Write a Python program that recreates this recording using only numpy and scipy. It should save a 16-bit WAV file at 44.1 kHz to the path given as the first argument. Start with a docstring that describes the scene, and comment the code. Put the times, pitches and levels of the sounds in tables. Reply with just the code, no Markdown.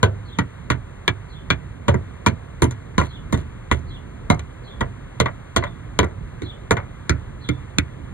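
"""Wood knocking on a steel fuel tank

A strip of wood strikes the tank under a car two to three times a second, close to a phone with two ports.
Each blow is shaped noise for the crack and clatter plus decaying sines for the boom, coloured by its spot.
The strip at times bounces or scrapes, and a few blows leave a panel singing.
Behind lie a low outdoor rumble of filtered noise and a small bird, a gliding sine that repeats one chirp."""
import sys
import numpy as np
from scipy import signal
from scipy.fft import rfft, irfft, next_fast_len
from scipy.io import wavfile
from scipy.ndimage import uniform_filter1d

SR = 44100
rng = np.random.default_rng(int(sys.argv[2]) if len(sys.argv) > 2 else 0)


def file_out(sig):
    """Save sig as 16-bit WAV at sys.argv[1]."""
    # one column per channel
    cols = np.atleast_2d(sig).T
    # limit, then scale
    lim = np.clip(cols, -1, 1)
    pcm = np.round(lim * 32767).astype(np.int16)
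    wavfile.write(sys.argv[1], SR, pcm)


N = 358533

RING = 22050  # samples that one blow or call may last
LEAD = 1024  # samples of soft front edge before a sound
ATTACK_S = 0.0054  # time that the wood takes to press home

# Colour of the crowd of higher modes of wood and sheet steel: frequency_hz, relative level_db per Hz
CLATTER_COLOUR = [(60, -26), (130, 5), (190, -0.5), (240, 2), (430, 4.5), (780, -2), (970, 2.5),
                  (1700, -2.5), (2250, -4.5), (2560, -13.5), (2950, -4.5), (3450, -6), (4200, -13.5),
                  (5000, -32.5), (5700, -20.5), (6700, -15.5), (8000, -28), (10500, -32), (15500, -57)]
# Borders between boom, thud, body, knock, clack, crack, snap and tick: frequency_hz
REGISTER_BORDERS = [175, 370, 750, 1350, 2700, 4200, 6000]


def knock(texture, force_db, hardness_db, crack_db, length, treble_length,
          panel_hz, panel_db, middle_hz, middle_db, upper_hz, upper_db, strip_hz, strip_db,
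          spot, modes_db=-12):
    """One blow: the spot colours it, force sets the level, and a harder contact raises the treble most."""
    # Spots on the tank, by name: boom_db, thud_db, body_db, knock_db, clack_db, crack_db, snap_db, tick_db
    spots = {"deep": (-13.5, -15.5, -22, -22, -24.5, -32, -37, -29),
             "full": (-12, -19, -16, -15.5, -19.5, -23, -36.5, -30),
             "round": (-15, -15, -20, -14.5, -18.5, -26.5, -30, -29.5),
             "hollow": (-16.5, -20, -16.5, -18, -19.5, -21.5, -27.5, -25.5),
             "open": (-15.5, -19, -12, -15.5, -15.5, -26.5, -30, -27),
             "dry": (-17.5, -19.5, -25, -20.5, -20, -30.5, -35.5, -34.5),
             "woody": (-19.5, -22, -25, -20, -21.5, -29, -48, -37.5),
             "sharp": (-20, -25.5, -23, -20, -15, -17, -27, -34),
             "stiff": (-17, -19, -27, -38, -24, -28.5, -36, -34.5),
             "edge": (-14.5, -22.5, -27, -33, -17.5, -38, -25, -28.5),
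             "hard": (-19, -20.5, -28, -42, -19.5, -27, -26, -26)}
    # Share of the hardness that each register gains, boom to tick: share (no unit)
    hardness_share = (0.083, 0.05, 0.3, 0.56, 0.74, 0.9, 0.8, 0.79)
    levels_db = force_db + np.array(spots[spot]) + hardness_db * np.array(hardness_share)

    x = clatter(texture, max(length, .3), crack_db, treble_length)
    x = bend(x + undb(modes_db) * tank())
    resonances = (panel_hz, panel_db), (middle_hz, middle_db), (upper_hz, upper_db), (strip_hz, strip_db)
    for hz, db in resonances:
        # higher resonances are damped more: a least width plus a share of the centre
        width_hz = 47.5 + 0.025 * hz
        x = resonate(x, hz, width_hz, db)
    return balance(ports(x), REGISTER_BORDERS, levels_db, size=882)


def clatter(texture, length, crack_db, treble_length, crack_tilt_db=-1.2,
            fresh=0.81, apart_db=-5, ragged_db=2.0):
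    """Countless overlapping modes, partly alike at every blow: a hard contact, then a short ragged decay."""
    # Decay of the higher modes at relative length 1: frequency_hz, t60_s
    decay_times = [(100, 0.36), (500, 0.35), (1200, 0.22), (2200, 0.24), (3500, 0.17), (10000, 0.13)]
    crack_s = 0.0018  # length of the contact crack at 1 kHz
    crack_halving_octaves = 13.6  # the crack is shorter in the treble: rise in pitch that halves it

    t = np.arange(RING) / SR
    noise = texture + fresh * rng.standard_normal(RING)
    noise = noise + undb(apart_db) * rng.standard_normal((2, RING))  # what differs between the ports
    # the strip chatters on the steel, so the decay comes in uneven spurts
    spurts = np.interp(np.arange(RING), np.arange(0, RING, 100), rng.standard_normal(RING // 100 + 1))
    ragged = noise / rms(noise) * undb(ragged_db * spurts)

    centres = np.geomspace(125, 8000, 7)
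    octaves = np.log2(centres / np.median(centres))
    bands = split(ragged, centres[:-1] * np.sqrt(2))
    out = 0
    for band, hz, octave in zip(bands, centres, octaves):
        pace = t / (crack_s * 2 ** (-octave / crack_halving_octaves))
        # the tilt is in dB per octave above 1 kHz
        crack_gain = undb(crack_db + crack_tilt_db * octave)
        crack = crack_gain * 2 * np.sqrt(pace) * np.exp(-pace ** 2)
        # wood that stays on the steel changes how long the treble rings
        treble_share = np.interp(hz, (1000, 6000), (1, max(treble_length, .2)))
        t60 = length * curve(decay_times, hz) * treble_share
        ring = np.minimum(t / ATTACK_S, 1) * decay(t, t60)
        out = out + band * (crack + ring)
    return shape(out, causal(undb(curve(CLATTER_COLOUR, bins(t)))))


def tank(scatter_db=2.5, detune=0.0264, apart_db=2.5):
    """The tank's modes as decaying sines; each blow detunes and weights them anew, the weights per port."""
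    # Ringing of the tank before each blow's scatter: frequency_hz, level_db, t60_s
    modes = [(77.6, -0.5, 0.31), (99.6, -4.5, 0.41), (123.4, -2, 0.27), (162.6, -4.5, 0.17),
             (211, 1, 0.073), (240, -3, 0.066), (287.9, -9.5, 0.14), (356.7, -2.5, 0.14), (442.6, -9, 0.16),
             (534, -9.5, 0.11), (558, -4, 0.076), (601.5, -8, 0.1495), (671.3, -12.5, 0.24),
             (874, -17, 0.14), (961, -1.5, 0.071), (1121, 3.5, 0.023), (1434, -5.5, 0.087),
             (1700, -25, 0.11), (1904, -1, 0.017), (2038, -6.5, 0.076), (2306, -13.5, 0.088),
             (3266, -9, 0.025), (3480, -10, 0.052), (3793, -6.5, 0.024), (4170, -27, 0.03),
             (4445, -19.5, 0.022), (6900, -40, 0.021), (10830, -40, 0.019)]
    t = np.arange(RING) / SR
    hz, db, t60 = np.transpose(modes)
    chance = rng.standard_normal((len(hz), 4)).T
    sign = (-1) ** np.arange(len(hz))
    size = undb(db + scatter_db * chance[0] + apart_db * chance[2:]) * sign
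    # growth rate of each mode: pitch as the imaginary part, decay as the real part
    pole = 2j * np.pi * hz * (1 + detune * chance[1]) - np.log(1000) / t60
    return size @ np.exp(pole[:, None] * t).imag


def bend(x, lag_s=0.001):
    """Bending waves in sheet steel: the lows travel slowly and arrive late (lag_s at 1 kHz)."""
    return shape(x, np.exp(-4j * np.pi * lag_s * np.sqrt(1000 * bins(x))))


def bounce(texture, thud_db, clack_db, crack_db, tick_db, length,
           modes_db=-11, wood_hz=2100, wood_db=1.0):
    """A glancing touch: clatter and tank modes with one wood resonance, levelled in four registers."""
    # Borders between thud, clack, crack and tick of a rebound: frequency_hz
    borders = [500, 2600, 5200]
    x = clatter(texture, max(length, .3), crack_db=3.0, treble_length=0.49, crack_tilt_db=-1.5)
    x = x + undb(modes_db) * bend(tank())
    x = resonate(x, wood_hz, width_hz=260, db=wood_db)
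    return balance(ports(x), borders, (thud_db, clack_db, crack_db, tick_db), size=350)


def panel_ring(hz, db, t60):
    """One lingering tone of the sheet steel: a sine that swells quickly and dies away."""
    t = np.arange(RING) / SR
    fade = np.minimum(t / ATTACK_S, 1) * decay(t, t60)
    return ports(undb(db) * fade * np.sin(2 * np.pi * hz * t))


def scrape(length_s, db, grain_db=4, tilt_db=4):
    """Wood dragged over rusty steel: a brief gritty hiss (tilt_db per octave)."""
    t = np.arange(RING) / SR
    grit = np.interp(np.arange(RING), np.arange(0, RING, 60), rng.standard_normal(RING // 60 + 1))
    hz = bins(t)
    colour_db = curve(CLATTER_COLOUR, hz) + tilt_db * np.log2(hz / 1000)
    gritty = rng.standard_normal(RING) * undb(grain_db * grit)
    x = ports(shape(gritty, undb(colour_db)))
    stroke = np.sqrt(np.abs(np.sin(np.pi * np.minimum(t / length_s, 1))))
    return undb(db) * x / rms(x) * stroke


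def bird(buzz_hz=95, buzz_depth=0.026, wander=0.031, clear_at_s=0.1, end_roughness=0.73,
         drop_at_s=0.086, drop_s=0.0167, flutter_db=2.0, echo_db=-5, echo_t60=0.26):
    """A distant bird: a thin buzzy note, then a lower, clearer one that may drop, smeared by walls around."""
    # Calls: start_s, level_db (added to the note's), final drop in pitch_hz
    calls = [(0.245, -59, 453), (1.286, -59, 420), (3.07, -56.5, 506), (3.869, -57, 602), (4.634, -56, 100),
             (5.591, -60.5, 0), (6.425, -52.5, 402), (7.405, -53.5, 3)]
    # The two overlapping notes of a call, before its changes of pace and pitch: time_s, pitch_hz, level_db
    high_note = [(0, 4200, -9), (.012, 4270, 2.5), (.035, 4090, 6), (.055, 3900, 7), (.07, 3900, -28)]
    low_note = [(.025, 3480, -15), (.04, 3370, 12), (.06, 3344, 9), (0.079, 3550, 15.5), (.1, 3520, 11.5),
                (.118, 3470, 2), (.135, 3460, -20)]

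    t = np.arange(RING) / SR
    out = np.zeros((1, N))
    for start, call_db, drop_hz in calls:
        pace = t * np.exp(0.061 * rng.standard_normal())  # each call runs a little faster or slower
        for note in high_note, low_note:
            s, hz, db = np.transpose(note)
            drop = drop_hz * np.clip((pace - drop_at_s) / drop_s, 0, 1)
            pitch = np.interp(pace, s, hz) - drop
            buzz = buzz_depth * np.sin(2 * np.pi * buzz_hz * t)
            waver = uniform_filter1d(rng.standard_normal(RING), size=100)
            rough = np.interp(pace, (0, clear_at_s), (1, end_roughness))
            pitch = pitch * (1 + rough * (buzz + wander * waver / rms(waver)))

            flutter = uniform_filter1d(rng.standard_normal(RING), size=300)
            level_db = call_db + np.interp(pace, s, db) + flutter_db * flutter / rms(flutter)
            gain = undb(level_db) * (pace > s[0]) * (pace < s[-1])
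            add(out, start, gain * np.sin(2 * np.pi * np.cumsum(pitch) / SR)[None])
    walls = rng.standard_normal((2, RING)) * decay(t, echo_t60)
    echo = signal.fftconvolve(out, walls / np.linalg.norm(walls[0]))[:, :N]
    return ports(out + undb(echo_db) * echo, near=0.)


def outdoors(db=-35, apart_db=-12, flutter_db=(2.2, 1.5, 0.5), near=0.62):
    """Far traffic: a deep, wavering rumble under a soft, nearly steady hiss, all of filtered noise."""
    # Colour of the outdoor background: frequency_hz, relative level_db per Hz
    colour = [(20, -60), (29, -16), (35, 0), (60, -0.5), (125, -1.5), (200, -14), (400, -16.5), (850, -23),
              (1000, -21), (2150, -26.5), (2480, -33.5), (3200, -32.5), (4000, -38.5), (5000, -54),
              (6600, -40), (10000, -52.5), (11800, -58.5), (13000, -64), (15000, -80)]
    size = next_fast_len(N)
    air = rng.standard_normal(size) + undb(apart_db) * rng.standard_normal((2, size))
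    air = ports(shape(air, undb(curve(colour, bins(air)))), near)
    knots = np.linspace(0, size, 60)
    wavering = 0
    for band, depth_db in zip(split(air, REGISTER_BORDERS[1:3]), flutter_db):
        swell = np.interp(np.arange(size), knots, rng.standard_normal(len(knots)))
        wavering = wavering + band * undb(depth_db * swell)
    return undb(db) * wavering[:, :N] / rms(wavering)


def ports(x, near=0.64):
    """The two microphone ports differ in phase, and in level by the share `near` of their balance."""
    # Phase between the ports: frequency_hz, radians by which left leads
    port_phase = [(0, 0), (100, .1), (200, .6), (270, 1.1), (450, 1.6), (700, 2), (1000, 1.1), (1460, -.1),
                  (2150, -1.2), (2550, -1.9), (2900, -3.3), (3500, -4), (4200, -5.2), (4800, -8.7),
                  (6500, -9.9), (9000, -11.6), (12000, -12.9), (16000, -15)]
    # Level between the ports at near = 1: frequency_hz, left minus right level_db
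    port_balance = [(30, 14), (65, -12), (105, -2.5), (190, -24), (370, -4), (700, -6), (980, 5.5),
                    (1350, 3.5), (1900, 5), (3500, 3), (5000, 1.5), (15000, -1.5)]
    hz = bins(x)
    lead = np.interp(hz, *np.transpose(port_phase))
    lean = undb(near * curve(port_balance, hz) / 2)
    return shape(x, np.array([lean * np.exp(1j * lead), 1 / lean]))


def resonate(x, hz, width_hz, db):
    """Add one resonance of the given width to x."""
    f = bins(x)
    return shape(x, 1 + undb(db) / (1 + 1j * (f ** 2 - hz ** 2) / (f * width_hz)))


def balance(x, edges, levels_db, size):
    """Bring each register of x to its level, taken over its loudest stretch of size samples."""
    out = 0
    for band, db in zip(split(x, edges, order=12), levels_db):
        power = uniform_filter1d((band ** 2).mean(0), size=size)
        loudest = np.sqrt(power.max())
        out = out + band * undb(db) / loudest
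    return out


def split(x, edges, order=8):
    """Cut x into adjoining bands that add up to x."""
    hz = bins(x)
    below = [1 / (1 + (hz / edge) ** order) for edge in edges]
    gains = np.diff([0 * hz, *below, 1 + 0 * hz], axis=0)
    return [shape(x, gain) for gain in gains]


def causal(gain):
    """Give a gain curve the phase of a real resonator, so that its response does not precede the blow."""
    cepstrum = irfft(np.log(np.maximum(gain, 1e-5)))
    half = len(cepstrum) // 2
    # fold the backward half of the cepstrum onto the forward half
    cepstrum[1:half] *= 2
    cepstrum[half + 1:] = 0
    return np.exp(rfft(cepstrum))


def shape(x, gain):
    """Filter x with one gain per frequency."""
    return irfft(rfft(x) * gain, x.shape[-1])


def curve(points, hz):
    """Read (Hz, value) points on a log-frequency axis."""
    f, value = np.transpose(points)
    return np.interp(np.log(hz), np.log(np.maximum(f, 1)), value)


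def bins(x):
    """Frequencies of the spectrum of x in Hz, at least 1."""
    return np.maximum(np.fft.rfftfreq(x.shape[-1], 1 / SR), 1)


def decay(t, t60):
    """Exponential decay that falls by 60 dB in t60 seconds."""
    return np.exp(-np.log(1000) * t / t60)


def undb(db):
    """Decibels to gain."""
    return 10 ** (np.asarray(db) / 20)


def rms(x):
    """Root mean square."""
    return np.sqrt(np.mean(x ** 2))


def add(out, s, sound):
    """Mix a sound in at time s; the end of its buffer, where filters wrap round, is its soft front edge."""
    start = max(int(s * SR) - LEAD, 0)
    out[:, start:start + sound.shape[-1]] += np.roll(sound, LEAD, axis=-1)[:, :N - start]


def scene():
    """Blows, rebounds, singing panels and scrapes over the background."""
    # Blows: start_s, force_db, hardness_db of the contact, crack_db over the ring at 1 kHz,
    # relative ring length, relative length of the treble ring, panel_hz, panel_db, middle_hz, middle_db,
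    # upper_hz, upper_db, strip_hz, strip_db (four resonances), name of the spot that is struck
    blows = [(0.029, 0.5, 2, 7.5, 0.53, 0.88, 483, -5, 980, 2, 1515, 10, 4500, 0, "full"),
             (0.386, -0.5, -1, 2.5, 0.47, 0.78, 257, 18, 1360, -15, 1900, 0, 3200, -10, "dry"),
             (0.701, -0.5, 1.5, -2, 0.51, 0.95, 280, 1, 1090, -20, 2050, 0, 3950, -11, "dry"),
             (1.078, -0.5, 0, 7, 0.41, 0.72, 446, -25, 1684, 6, 2290, 8, 3410, 0, "sharp"),
             (1.502, 1, -3.5, -0.5, 0.38, 1.1, 267, 9, 1640, 4, 2400, 12, 3420, 5, "sharp"),
             (1.881, 0, -5.5, -1, 0.53, 0.92, 580, -9, 990, -3, 1550, -9, 3900, -5, "full"),
             (2.262, -1.5, 3.5, 3, 0.48, 1.05, 222, 24.5, 986, 7, 2350, 4, 4120, -22, "round"),
             (2.62, 1, 3, 7, 0.49, 1.24, 238, 4, 974, 15, 1930, -12, 10380, 12.5, "deep"),
             (2.98, 1, -5, 7.5, 0.62, 0.96, 255, -21, 996, 9, 1400, 3, 3480, -21, "round"),
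             (3.325, -2, -4.5, -1, 0.48, 1.1, 230, -1, 1000, -11, 1870, 6, 3470, -2, "deep"),
             (3.713, 3.5, 0, 6.5, 0.34, 1.9, 221, 9, 993, -2, 1970, 2, 2680, -5, "woody"),
             (4.3, 3, -4.5, 5.5, 0.55, 0.95, 231, 2, 1050, -21, 2120, 14, 3970, 7, "round"),
             (4.807, -1.5, -2, -10, 0.46, 0.62, 253, -9, 1020, -1, 1980, 5, 3250, -9, "woody"),
             (5.2, 0, -0.5, 6, 0.47, 0.73, 478, 3.5, 1020, -7, 2124, 6, 4080, -12, "hollow"),
             (5.562, -1.5, 1, -1, 0.47, 0.81, 360, -14, 1060, -5, 1970, -6, 3370, -4, "hollow"),
             (5.989, 0, 1.5, 5, .45, 0.7, 394, -4, 980, 2, 2320, -6, 3500, -13, "hollow"),
             (6.419, -8, -10, 6.5, 0.56, 1.2, 277, -13, 1420, -3, 2220, 1, 3880, 14, "stiff"),
             (6.708, -1.5, 0, 5.5, 0.47, 1, 430, 0, 1690, -2, 2130, -6, 3700, -14, "open"),
             (7.094, 0, -1, 8.5, .56, 0.53, 275, 9, 1343, 5, 2400, 1, 5060, 6, "edge"),
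             (7.488, -2, -1.5, 1, 0.41, 0.47, 300, 21, 1330, 4, 2200, 5, 3200, -5, "stiff"),
             (7.784, 2, 1.5, 11.5, 0.45, 0.56, 286, 24, 2190, 5, 2520, 13, 3610, 11, "hard")]
    # Light touches and rebounds of the strip: start_s, thud_db, clack_db, crack_db, tick_db,
    # relative ring length
    touches = [(1.942, -15.5, -23.5, -51, -41.5, 0.49), (2.641, -18, -27.5, -31, -29, 0.52),
               (2.709, -42, -37.5, -44, -36.5, 0.71), (3.014, -24, -20, -54, -39, 0.42),
               (3.341, -23, -26, -33, -43, 0.38), (3.375, -30, -39, -47, -44, 0.85),
               (3.791, -38, -61, -61, -56, .5), (4.345, -31, -52, -53, -45, 0.36),
               (4.393, -38, -36, -40, -38.5, 0.43), (5.258, -24.5, -18, -30.5, -45, 0.49),
               (5.283, -52, -29.5, -52, -65, 0.48), (5.624, -47, -25.5, -55, -64, 0.55),
               (5.638, -33, -22, -35, -46, 0.51), (5.667, -43, -32, -56, -71, 0.37),
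               (6.03, -19.5, -21.5, -37.5, -47, 0.59), (6.043, -27, -33, -46, -43, 0.42),
               (6.768, -25.5, -22.5, -35, -46, .75)]
    # A few blows leave one panel singing: start_s, pitch_hz, level_db ahead of the ports, t60_s
    singing_panels = [(0.035, 390, -19, 0.19), (1.888, 590, -11.5, 0.082), (4.305, 583, -17.5, 0.14),
                      (4.31, 718, -14.5, 0.13)]
    # The strip slides a little on the steel after a blow: start_s, length_s, level_db before its fade
    slides = [(3.011, 0.068, -41.5), (3.348, 0.08, -46.5), (3.739, 0.053, -50)]

    out = outdoors() + bird()
    texture = rng.standard_normal(RING)  # the fine pattern of modes that belongs to this tank
    for s, *blow in blows:
        add(out, s, knock(texture, *blow))
    for s, *touch in touches:
        add(out, s, bounce(texture, *touch))
    for s, *ring in singing_panels:
        add(out, s, panel_ring(*ring))
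    for s, length_s, db in slides:
        add(out, s, scrape(length_s, db))
    return out


def record(dry, low_cut_hz=27, top_hz=15800):
    """The phone drops the deepest bass, rounds the loudest peaks and cuts the top."""
    x = signal.sosfilt(signal.butter(4, low_cut_hz, "high", fs=SR, output="sos"), dry)
    x = x / (1 + (x / .95) ** 4) ** .25
    return signal.sosfilt(signal.ellip(8, .2, 70, top_hz, fs=SR, output="sos"), x)


dry = scene()
out = record(dry)
file_out(out)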